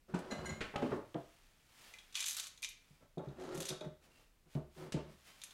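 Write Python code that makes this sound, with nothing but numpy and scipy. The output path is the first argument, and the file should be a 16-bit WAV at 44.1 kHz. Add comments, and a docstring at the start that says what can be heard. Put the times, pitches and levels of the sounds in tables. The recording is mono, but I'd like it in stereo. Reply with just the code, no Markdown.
"""Clamping a wooden railing

In a small workshop, a glued railing thumps and drags on a bench while a steel bar clamp is fitted.
The bar rings as it is picked up; the jaw rattles along its serrations, catches and clacks to a stop.
The screw squeaks faintly, and sleeves rustle between the moves."""
import sys
import numpy as np
from scipy import signal
from scipy.fft import rfft, irfft, next_fast_len
from scipy.io import wavfile

SR = 44100
rng = np.random.default_rng(int(sys.argv[2]) if len(sys.argv) > 2 else 0)


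def waveform_to_disk(signal):
    """Save audio, clipped to [-1, 1], as 16-bit WAV at the path in sys.argv[1]."""
    frames = np.transpose(np.atleast_2d(signal))
    scaled = np.clip(frames, -1, 1) * 32767
    samples = np.round(scaled).astype(np.int16)
    wavfile.write(sys.argv[1], SR, samples)


N = 243873
RING_TIME_S = np.arange(int(SR * .7)) / SR


def amp(db):
    """Decibels to gain."""
    return 10 ** (np.asarray(db) / 20)


def unit_rms(x):
    """Scales to rms 1."""
    return x / np.sqrt(np.mean(x ** 2) + 1e-20)


def unit_hit(x):
    """Scales to the energy of 30 ms at rms 1."""
    return x * np.sqrt(SR * .03 / (np.sum(x ** 2) + 1e-20))


def lookup(points, hz):
    """Interpolates a table over log frequency."""
    points_hz, values = np.transpose(points)
    return np.interp(np.log(hz + 1), np.log(points_hz + 1), values)


def add(mix, time_s, sound):
    """Mixes a sound in at time_s."""
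    part = mix[max(round(time_s * SR), 0):][:len(sound)]
    part += sound[:len(part)]


def colour(x, spectrum):
    """Filters by (frequency [Hz], level [dB]) points; rms 1."""
    size = next_fast_len(len(x))
    gain = amp(lookup(spectrum, np.fft.rfftfreq(size, 1 / SR)))
    return unit_rms(irfft(rfft(x, size) * gain, size)[:len(x)])


def butter(x, hz, kind):
    """Second-order low-pass or high-pass."""
    return signal.lfilter(*signal.butter(2, np.clip(hz, 20, SR * .45), kind, fs=SR), x)


def decay(t60_s):
    """Exponential decay."""
    return np.exp(-np.log(1000) * RING_TIME_S / t60_s)


def attack(rise_s, delay_s=0):
    """Exponential rise to 1."""
    return 1 - np.exp(-np.maximum(RING_TIME_S - delay_s, 0) / rise_s)


def ring(modes, pitch=1, spread_db=0):
    """Decaying modes; spread_db varies their strengths, as the place struck does."""
    out = np.zeros(len(RING_TIME_S))
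    for k, (hz, db, t60_s) in enumerate(modes):
        gain = (-1) ** k * amp(db + spread_db * rng.standard_normal())
        out += gain * decay(t60_s) * np.sin(2 * np.pi * hz * pitch * RING_TIME_S)
    return out


def dense_ring(spectrum, t60_s):
    """Unresolved modes: a decaying noise burst."""
    return unit_hit(colour(rng.standard_normal(len(RING_TIME_S)), spectrum) * decay(t60_s))


def stick_slip(rate_hz, spread_db, hiss, burst_s=.0007):
    """Friction: uneven noise bursts over a steady hiss."""
    size = amp(spread_db * np.minimum(rng.exponential(1, N), 3))
    slips = rng.random(N) < rate_hz / SR
    power = signal.lfilter([1], [1, -np.exp(-1 / (burst_s * SR))], size ** 2 * slips)
    return unit_rms(np.sqrt(power / power.mean() + hiss ** 2) * rng.standard_normal(N))


def stroke(start_s, length_s, rise_s, t60_s):
    """Envelope of a push: rise, hold, decay."""
    t = np.arange(N) / SR - start_s
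    return np.clip(t / rise_s, 0, 1) * np.exp(-np.log(1000) * np.clip((t - length_s) / t60_s, 0, 2))


def swells(moves):
    """Envelope of smooth moves, one bell curve each."""
    t = np.arange(N) / SR
    power = sum(amp(2 * db) * np.exp(-np.minimum((2 * (t - peak_s) / length_s) ** 2, 20))
                for peak_s, length_s, db in moves)
    return np.sqrt(power)


# Wood set down: (time [s], level [dB], contact hardness [Hz], mode pitch [ratio])
WOOD_KNOCKS = [(0.137, -34.5, 343, 1.195), (0.14, -44, 1300, 1.09), (0.612, -58, 398, 1.7),
               (0.738, -48, 1290, 1), (0.757, -39.5, 1200, 0.92), (0.823, -34.5, 564, 1.62),
               (0.841, -38, 470, 1.8), (0.917, -40, 1140, 0.79), (0.922, -37.5, 454, 1.73),
               (0.936, -43.5, 500, 1.4), (0.976, -48.5, 910, 0.97), (1.145, -45, 1020, 0.89),
               (1.152, -40.5, 570, 1.08), (2.903, -62.5, 213, 0.99), (3.172, -40.5, 576, 1.09),
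               (3.193, -48, 930, 0.97), (3.272, -44.5, 416, 0.95), (3.577, -44.5, 400, 1.1),
               (3.705, -47.5, 480, 1.0), (3.811, -47, 1040, 0.98), (3.859, -44, 355, 1.02),
               (4.552, -35.5, 397, 0.98), (4.568, -49, 816, 1.02), (4.941, -34, 396, 1.006),
               (4.966, -44, 870, 1.0)]
# Bench top and railing: (frequency [Hz], level [dB], T60 [s])
BENCH_MODES = [(69.9, -5.5, 0.63), (94.3, -12, 0.13), (149.7, 13, 0.17), (183, 8, 0.017),
               (245.7, -0.5, 0.076), (310, -8, 0.029), (364, -13.5, 0.44), (407, -28, 0.06),
               (572, -13, 0.19), (629, -2.5, 0.21), (710, -15, 0.085), (889, -1, 0.14), (1150, -33, 0.051),
               (1384, -2, 0.091)]
# Dense wood modes: (frequency [Hz], level [dB])
WOOD_SPECTRUM = [(60, -37), (150, -2.5), (350, 3.5), (700, -5.5), (1300, -6.5), (2500, -7), (6000, -1.5),
                 (15000, -1.5)]


def knocks(dense_db=9, dense_db_per_octave=6.5, bass_cut_ratio=.27):
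    """Railing hits bench: soft contacts ring the low modes, light, hard ones the high."""
    out = np.zeros(N)
    for time_s, db, hard_hz, pitch in WOOD_KNOCKS:
        body = unit_hit(ring(BENCH_MODES, pitch, spread_db=4))
        body += amp(dense_db + dense_db_per_octave * np.log2(pitch)) * dense_ring(WOOD_SPECTRUM, .17)
        body = butter(body, hard_hz, "low")
        body = butter(body, 1.89 * hard_hz, "low")  # rounded contact, no sharp edge
        body = butter(body, bass_cut_ratio * hard_hz * pitch, "high")
        add(out, time_s, amp(db) * unit_hit(body))
    return out


# Shoves: (start [s], length [s], level [dB], groan [dB re rasp], shudder [dB re rasp])
SHOVES = [(0.079, 0.074, -58, -5, -2), (0.14, 0.17, -54.5, -5, -13), (0.297, 0.049, -45.5, -14, -7.5),
          (0.36, 0.17, -51, -5.5, 3.5), (0.55, 0.14, -59.5, -9, -1), (0.76, 0.2, -50.5, -3, -0.5),
          (2.999, 0.035, -64.5, -19, -2.5), (3.22, 0.17, -62, -13, -12), (3.38, 0.17, -52, 1.5, -25),
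          (3.53, 0.098, -54, 5.5, -23), (3.688, 0.046, -49.5, -2, -14), (3.82, 0.032, -53, -2.5, -1),
          (4.0, 0.22, -74.5, -6, -4), (4.449, 0.017, -70, 1.5, 7.5), (4.76, 0.12, -55, 2, -4.5),
          (4.98, 0.14, -65.5, -6, 5.5)]
# Wood on wood: (frequency [Hz], level [dB])
RASP_SPECTRUM = [(50, -15), (80, -37), (115, -18), (170, -4), (250, 8), (380, -5.5), (600, 2), (900, -5),
                 (1400, -7.5), (2200, -15.5), (5000, -23), (10000, -32.5), (16000, -46)]
# Railing groan: (frequency [Hz], level [dB], T60 [s])
GROAN_MODES = [(171, -0.5, 0.15), (324, 5.5, 0.047), (374, 4.5, 0.17), (407, -2, 0.11), (546.5, -0.5, 0.12),
               (580, -23.5, 0.2)]
# Bench shudder: (frequency [Hz], level [dB], T60 [s])
SHUDDER_MODES = [(71, -9, 0.34), (95.6, -9, 0.2), (156.7, 0.5, 0.26), (169.5, 2.5, 0.081), (219, -3, 0.17)]


def railing_drag():
    """Wood judders over wood; the railing groans and the bench top shudders."""
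    judder = stick_slip(rate_hz=300, spread_db=4, hiss=.78, burst_s=.0045)
    rasp = colour(judder, RASP_SPECTRUM)
    groan = unit_rms(signal.fftconvolve(judder, ring(GROAN_MODES))[:N])
    shudder = unit_rms(signal.fftconvolve(judder, ring(SHUDDER_MODES))[:N])
    out = np.zeros(N)
    for start_s, length_s, db, groan_db, shudder_db in SHOVES:
        envelope = amp(db) * stroke(start_s, length_s, rise_s=.025, t60_s=.13)
        out += envelope * (rasp + amp(groan_db) * groan + amp(shudder_db) * shudder)
    return out


# Jaw pushes: (start [s], length [s], level [dB], brightness [Hz])
JAW_PUSHES = [(2.124, 0.022, -61, 5000), (2.145, 0.094, -49.5, 8000), (2.255, 0.098, -49, 15200),
              (2.362, 0.039, -45, 11400), (2.417, 0.055, -54.5, 10000), (3.391, 0.18, -71, 6000),
              (3.542, 0.06, -62, 12900), (3.599, 0.073, -54.5, 9900), (3.677, 0.023, -46.5, 7050)]
# Serration chatter: (frequency [Hz], level [dB])
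CHATTER_SPECTRUM = [(300, -41), (600, -18), (900, -11), (1500, -4.5), (2300, -8.5), (3000, -3.5),
                    (3700, 5.5), (5000, 1.5), (6500, 3), (8500, 3), (9700, -11), (12300, 0), (13300, -28),
                    (15500, -7)]


def jaw_slide(dull_hz=4500, bright_hz=15000):
    """The jaw chatters over the serrations, brighter on faster pushes."""
    chatter = colour(stick_slip(rate_hz=660, spread_db=6, hiss=.59, burst_s=.0014), CHATTER_SPECTRUM)
    dull = unit_rms(butter(chatter, dull_hz, "low"))
    bright = unit_rms(butter(chatter, bright_hz, "low"))
    out = np.zeros(N)
    for start_s, length_s, db, hz in JAW_PUSHES:
        speed = np.clip((hz - dull_hz) / (bright_hz - dull_hz), 0, 1)
        blend = np.sqrt(1 - speed) * dull + np.sqrt(speed) * bright
        out += amp(db) * stroke(start_s, length_s, rise_s=.012, t60_s=.071) * blend
    return out


def jaw_rattle(rate_hz=55, offset_db=-3, spread_db=4, ring_db=-4.5):
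    """Small, uneven catches of the sliding jaw, as rows like HARD_CATCHES."""
    rows = []
    for start_s, length_s, push_db, bright_hz in JAW_PUSHES:
        for k, (jitter, size, place) in enumerate(rng.random((20, 3))):
            after_s = (k + jitter) / rate_hz
            if after_s < length_s:
                db = push_db + offset_db + spread_db * (2 * size - 1)
                rows.append((start_s + after_s, db, ring_db, bright_hz * 2 ** (place - .5)))
    return rows


# Jaw catches on the bar: (time [s], level [dB], ring [dB re snap], ring centre [Hz])
HARD_CATCHES = [(1.938, -56.5, 8.5, 1900), (1.986, -58.5, 6, 3230), (2.154, -42, -5, 2590),
                (2.173, -48, 7, 2800), (2.194, -48, -14, 2980), (2.205, -43, -7, 6070),
                (2.224, -48, 6, 2960), (2.242, -46.5, -4, 3500), (2.263, -43.5, -5, 6000),
                (2.271, -47.5, -7, 7000), (2.283, -42, 4, 7200), (2.309, -47.5, -2, 8400),
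                (2.371, -55, 2, 9050), (2.398, -46.5, -21, 7500), (2.576, -64, 4, 4500),
                (2.622, -58, 2, 11300), (2.628, -47, 4, 2530), (2.636, -47, 6, 5260), (2.646, -44, 0, 2580),
                (2.689, -56.5, -4, 11100), (3.181, -65.5, 10, 3570), (3.286, -72.5, 14, 4500),
                (3.551, -58.5, -10, 11010), (3.576, -55.5, -14, 11000), (3.604, -49, -17, 9000),
                (3.622, -56, -19, 7900), (3.655, -50, 1, 6000), (3.686, -53, 14, 9700),
                (3.703, -49.5, 8.5, 3720), (3.809, -56.5, 14, 3640), (5.417, -56.5, 5, 3930),
                (5.437, -51.5, 0.5, 8000), (5.508, -63.5, 1, 4000)]
# Gripped clamp: (frequency [Hz], level [dB], T60 [s])
JAW_MODES = [(2030, -3, 0.1), (2376, 3, 0.058), (2503, 1, 0.056), (3363, -2, 0.077), (3680, 5, 0.03),
             (3780, -5, 0.088), (4130, -4, 0.047), (6070, -7.5, 0.1), (6550, -15, 0.12),
             (7400, -13.5, 0.09), (9270, -4, 0.046), (9780, -0.5, 0.037), (11400, -9, 0.14),
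             (12900, -16, 0.047)]
# Dense steel modes: (frequency [Hz], level [dB])
STEEL_SPECTRUM = [(100, -52), (400, -50), (900, -12), (1600, -13), (2400, -0.5), (3700, 2.5), (5000, -2.5),
                  (6500, 6), (8500, 1.5), (9800, 2.5), (12000, 1), (13500, 0), (16000, -8)]


def jaw_catches(crack_db=2, detune=.007, focus_db_per_octave=24):
    """Snap, crack and hand-damped ring; the jaw's position picks and detunes the modes."""
    out = np.zeros(N)
    for time_s, db, ring_db, centre_hz in HARD_CATCHES + jaw_rattle():
        hard_hz = 6760 * (centre_hz / 4000) ** .53
        modes = [(hz, mode_db - focus_db_per_octave * abs(np.log2(hz / centre_hz)), t60_s)
                 for hz, mode_db, t60_s in JAW_MODES]
        snap = unit_hit(butter(dense_ring(STEEL_SPECTRUM, t60_s=.0065), .8 * hard_hz, "low"))
        crack = unit_hit(butter(dense_ring(STEEL_SPECTRUM, t60_s=.082), hard_hz, "low"))
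        ringing = unit_hit(ring(modes, pitch=1 + detune * rng.standard_normal()))
        tail = (amp(crack_db) * crack + amp(ring_db) * ringing) * attack(rise_s=.00056)
        add(out, time_s, amp(db) * unit_hit(snap + tail))
    return butter(out, 1200, "high")  # the catches carry no low thump


# Clamp on wood: (time [s], level [dB], contact hardness [Hz], T60 [s])
CLAMP_HITS = [(0.144, -56.5, 6200, 0.18), (0.19, -62, 11900, 0.078), (0.607, -42, 2370, 0.28),
              (0.612, -44.5, 2640, 0.093), (0.76, -44.5, 2920, 0.039), (0.822, -51.5, 2440, 0.23),
              (1.144, -60.5, 3520, 0.016), (4.551, -61.5, 3000, 0.038), (4.922, -48.5, 6750, 0.089),
              (4.942, -54.5, 3520, 0.33)]
# Dense clamp modes: (frequency [Hz], level [dB])
CLACK_SPECTRUM = [(400, 1.5), (900, -11.5), (1600, -3), (3000, -1.5), (5000, -6.5), (7500, -3.5),
                  (11000, -7.5), (16000, -16)]


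def clamp_clacks():
    """The clamp strikes wood with a dry clack."""
    out = np.zeros(N)
    for time_s, db, hard_hz, t60_s in CLAMP_HITS:
        clack = butter(dense_ring(CLACK_SPECTRUM, t60_s), hard_hz, "low")
        add(out, time_s, amp(db) * unit_hit(clack))
    return out


# Strikes on the hanging bar: (time [s], level [dB], contact hardness [Hz])
BAR_HITS = [(0.309, -46.5, 7600), (0.456, -47, 10100), (0.491, -49, 8140)]
# Bar bending: (frequency [Hz], level [dB], T60 [s])
BAR_MODES = [(1607, 1.5, 0.25), (2039, 3.5, 0.3), (2137, -1, 0.63), (2930, -8.5, 0.59), (4056, 2, 0.2),
             (4190, 5, 0.071), (5870, -0.5, 0.19), (6880, 6, 0.15), (6927, 9.5, 0.065), (7650, -10, .2),
             (8400, -9, 0.14), (9100, -5, 0.15), (10800, -17, 0.21), (11460, -7, 0.1)]


def bar_clinks(shake_depth=.25, shake_hz=80, buzz_db=-10):
    """The steel bar rings; the loose jaw buzzes on it and roughens the tone."""
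    out = np.zeros(N)
    for time_s, db, hard_hz in BAR_HITS:
        shake = unit_rms(butter(rng.standard_normal(len(RING_TIME_S)), shake_hz, "low"))
        ringing = unit_hit(ring(BAR_MODES, spread_db=-2.5) * (1 + shake_depth * shake))
        buzz = amp(buzz_db) * dense_ring(CLACK_SPECTRUM, t60_s=.39)
        clink = butter(ringing + buzz, hard_hz, "low") * attack(rise_s=.001)
        add(out, time_s, amp(db) * unit_hit(clink))
    return out


# Arm moves: (peak time [s], length [s], level [dB])
ARM_MOVES = [(0.8, 0.58, -71), (1.32, 0.33, -71), (1.86, 0.18, -61.5), (2.1, 0.9, -69.5), (2.92, 0.17, -74),
             (4.05, 0.039, -68), (4.18, 0.14, -71), (4.54, 0.065, -66.5), (4.81, 0.1, -63.5),
             (5.12, 0.052, -70), (5.285, 0.051, -61.5), (5.45, 0.43, -65.5)]
# Cloth rustle: (frequency [Hz], level [dB])
CLOTH_SPECTRUM = [(150, -6), (250, -8.5), (298, -8), (336, -8), (393, -7), (429, -7.5), (618, -5.5),
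                  (2360, -2), (9660, -11), (16000, -18)]


def sleeve_rustle():
    """Cloth fibres brush each other as the arm swings."""
    friction = stick_slip(rate_hz=4300, spread_db=4.5, hiss=.87, burst_s=.00032)
    return swells(ARM_MOVES) * colour(friction, CLOTH_SPECTRUM)


# Screw twists: (time [s], level [dB])
TWISTS = [(4.118, -80), (4.17, -69), (4.248, -77)]
# Screw resonance: (frequency [Hz], level [dB])
SCREW_SPECTRUM = [(1500, -60), (2550, -24), (2730, 10), (2900, -16), (3100, -30), (5000, -60)]


def screw_squeaks(length_s=.02):
    """The thread sticks and slips, exciting one narrow resonance."""
    friction = stick_slip(rate_hz=220, spread_db=10, hiss=.72)
    return swells([(time_s, length_s, db) for time_s, db in TWISTS]) * colour(friction, SCREW_SPECTRUM)


# Reverb decay: (frequency [Hz], T60 [s])
TAIL_T60 = [(100, 0.37), (300, 0.28), (700, 0.34), (2000, 0.42), (5000, 0.37), (10000, 0.33), (16000, .22)]
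# Reverb level: (frequency [Hz], level [dB re direct])
TAIL_LEVEL = [(60, -7.5), (200, -11.5), (600, -1), (2000, -3.5), (5000, -4.5), (10000, -9.5), (16000, -13)]
# Reverb width: (frequency [Hz], side/mid [ratio])
TAIL_WIDTH = [(60, 0.37), (150, 0.51), (300, 0.54), (800, 0.57), (2500, 0.42), (5000, 0.45), (8000, 0.04),
              (16000, 0.05)]
# Early side reflections: (delay [s], level [dB])
REFLECTIONS = [(.0004, -53), (.0013, -20.5), (.0031, -32)]


def workshop_reverb(direct):
    """Direct sound, side reflections and a tail that builds fast and decays by band."""
    hz, t, bands = signal.stft(rng.standard_normal((2, len(RING_TIME_S))), SR, nperseg=256)
    t60_s = lookup(TAIL_T60, hz)[:, None]
    bands *= np.exp(-np.log(1000) * t / t60_s)
    bands *= np.sqrt(2 * np.log(1000) / (t60_s * SR))  # unit-energy decay
    bands *= amp(lookup(TAIL_LEVEL, hz))[:, None]
    bands[1] *= lookup(TAIL_WIDTH, hz)[:, None]
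    tails = signal.istft(bands, SR, nperseg=256)[1][:, :len(RING_TIME_S)]
    tails *= attack(rise_s=.0032, delay_s=.0085)
    mid, side = signal.fftconvolve(direct[None], tails, axes=1)[:, :N]
    for k, (delay_s, db) in enumerate(REFLECTIONS):
        add(side, delay_s, (-1) ** k * amp(db) * direct)
    return np.array([direct + mid + side, direct + mid - side])


# Still workshop: (frequency [Hz], level [dB])
ROOM_TONE_SPECTRUM = [(10, -23), (28, 10.5), (45, -1), (70, -5), (150, -7.5), (250, -11), (500, -16.5),
                      (900, -22), (2500, -22), (4000, -25), (8400, -28), (16000, -31.5)]


def room_tone(level_db=-71.5, width=.14):
    """Low rumble and faint hiss."""
    mid, side = (colour(rng.standard_normal(N), ROOM_TONE_SPECTRUM) for _ in range(2))
    return amp(level_db) * np.array([mid + width * side, mid - width * side])


def scene():
    """All handling at one spot near the centre, over room tone."""
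    background = room_tone() * amp([[-.4], [.4]])
    handling = (knocks() + clamp_clacks() + bar_clinks() + jaw_slide() + railing_drag()
                + sleeve_rustle() + screw_squeaks() + jaw_catches())
    return workshop_reverb(handling) * amp([[.2], [-.2]]) + background


def record(dry):
    """Steep low-pass at 15950 Hz."""
    taps = signal.firwin(511, 15950, window=("kaiser", 9), fs=SR)
    return signal.oaconvolve(dry, taps[None], "same")


dry = scene()
out = record(dry)
waveform_to_disk(out)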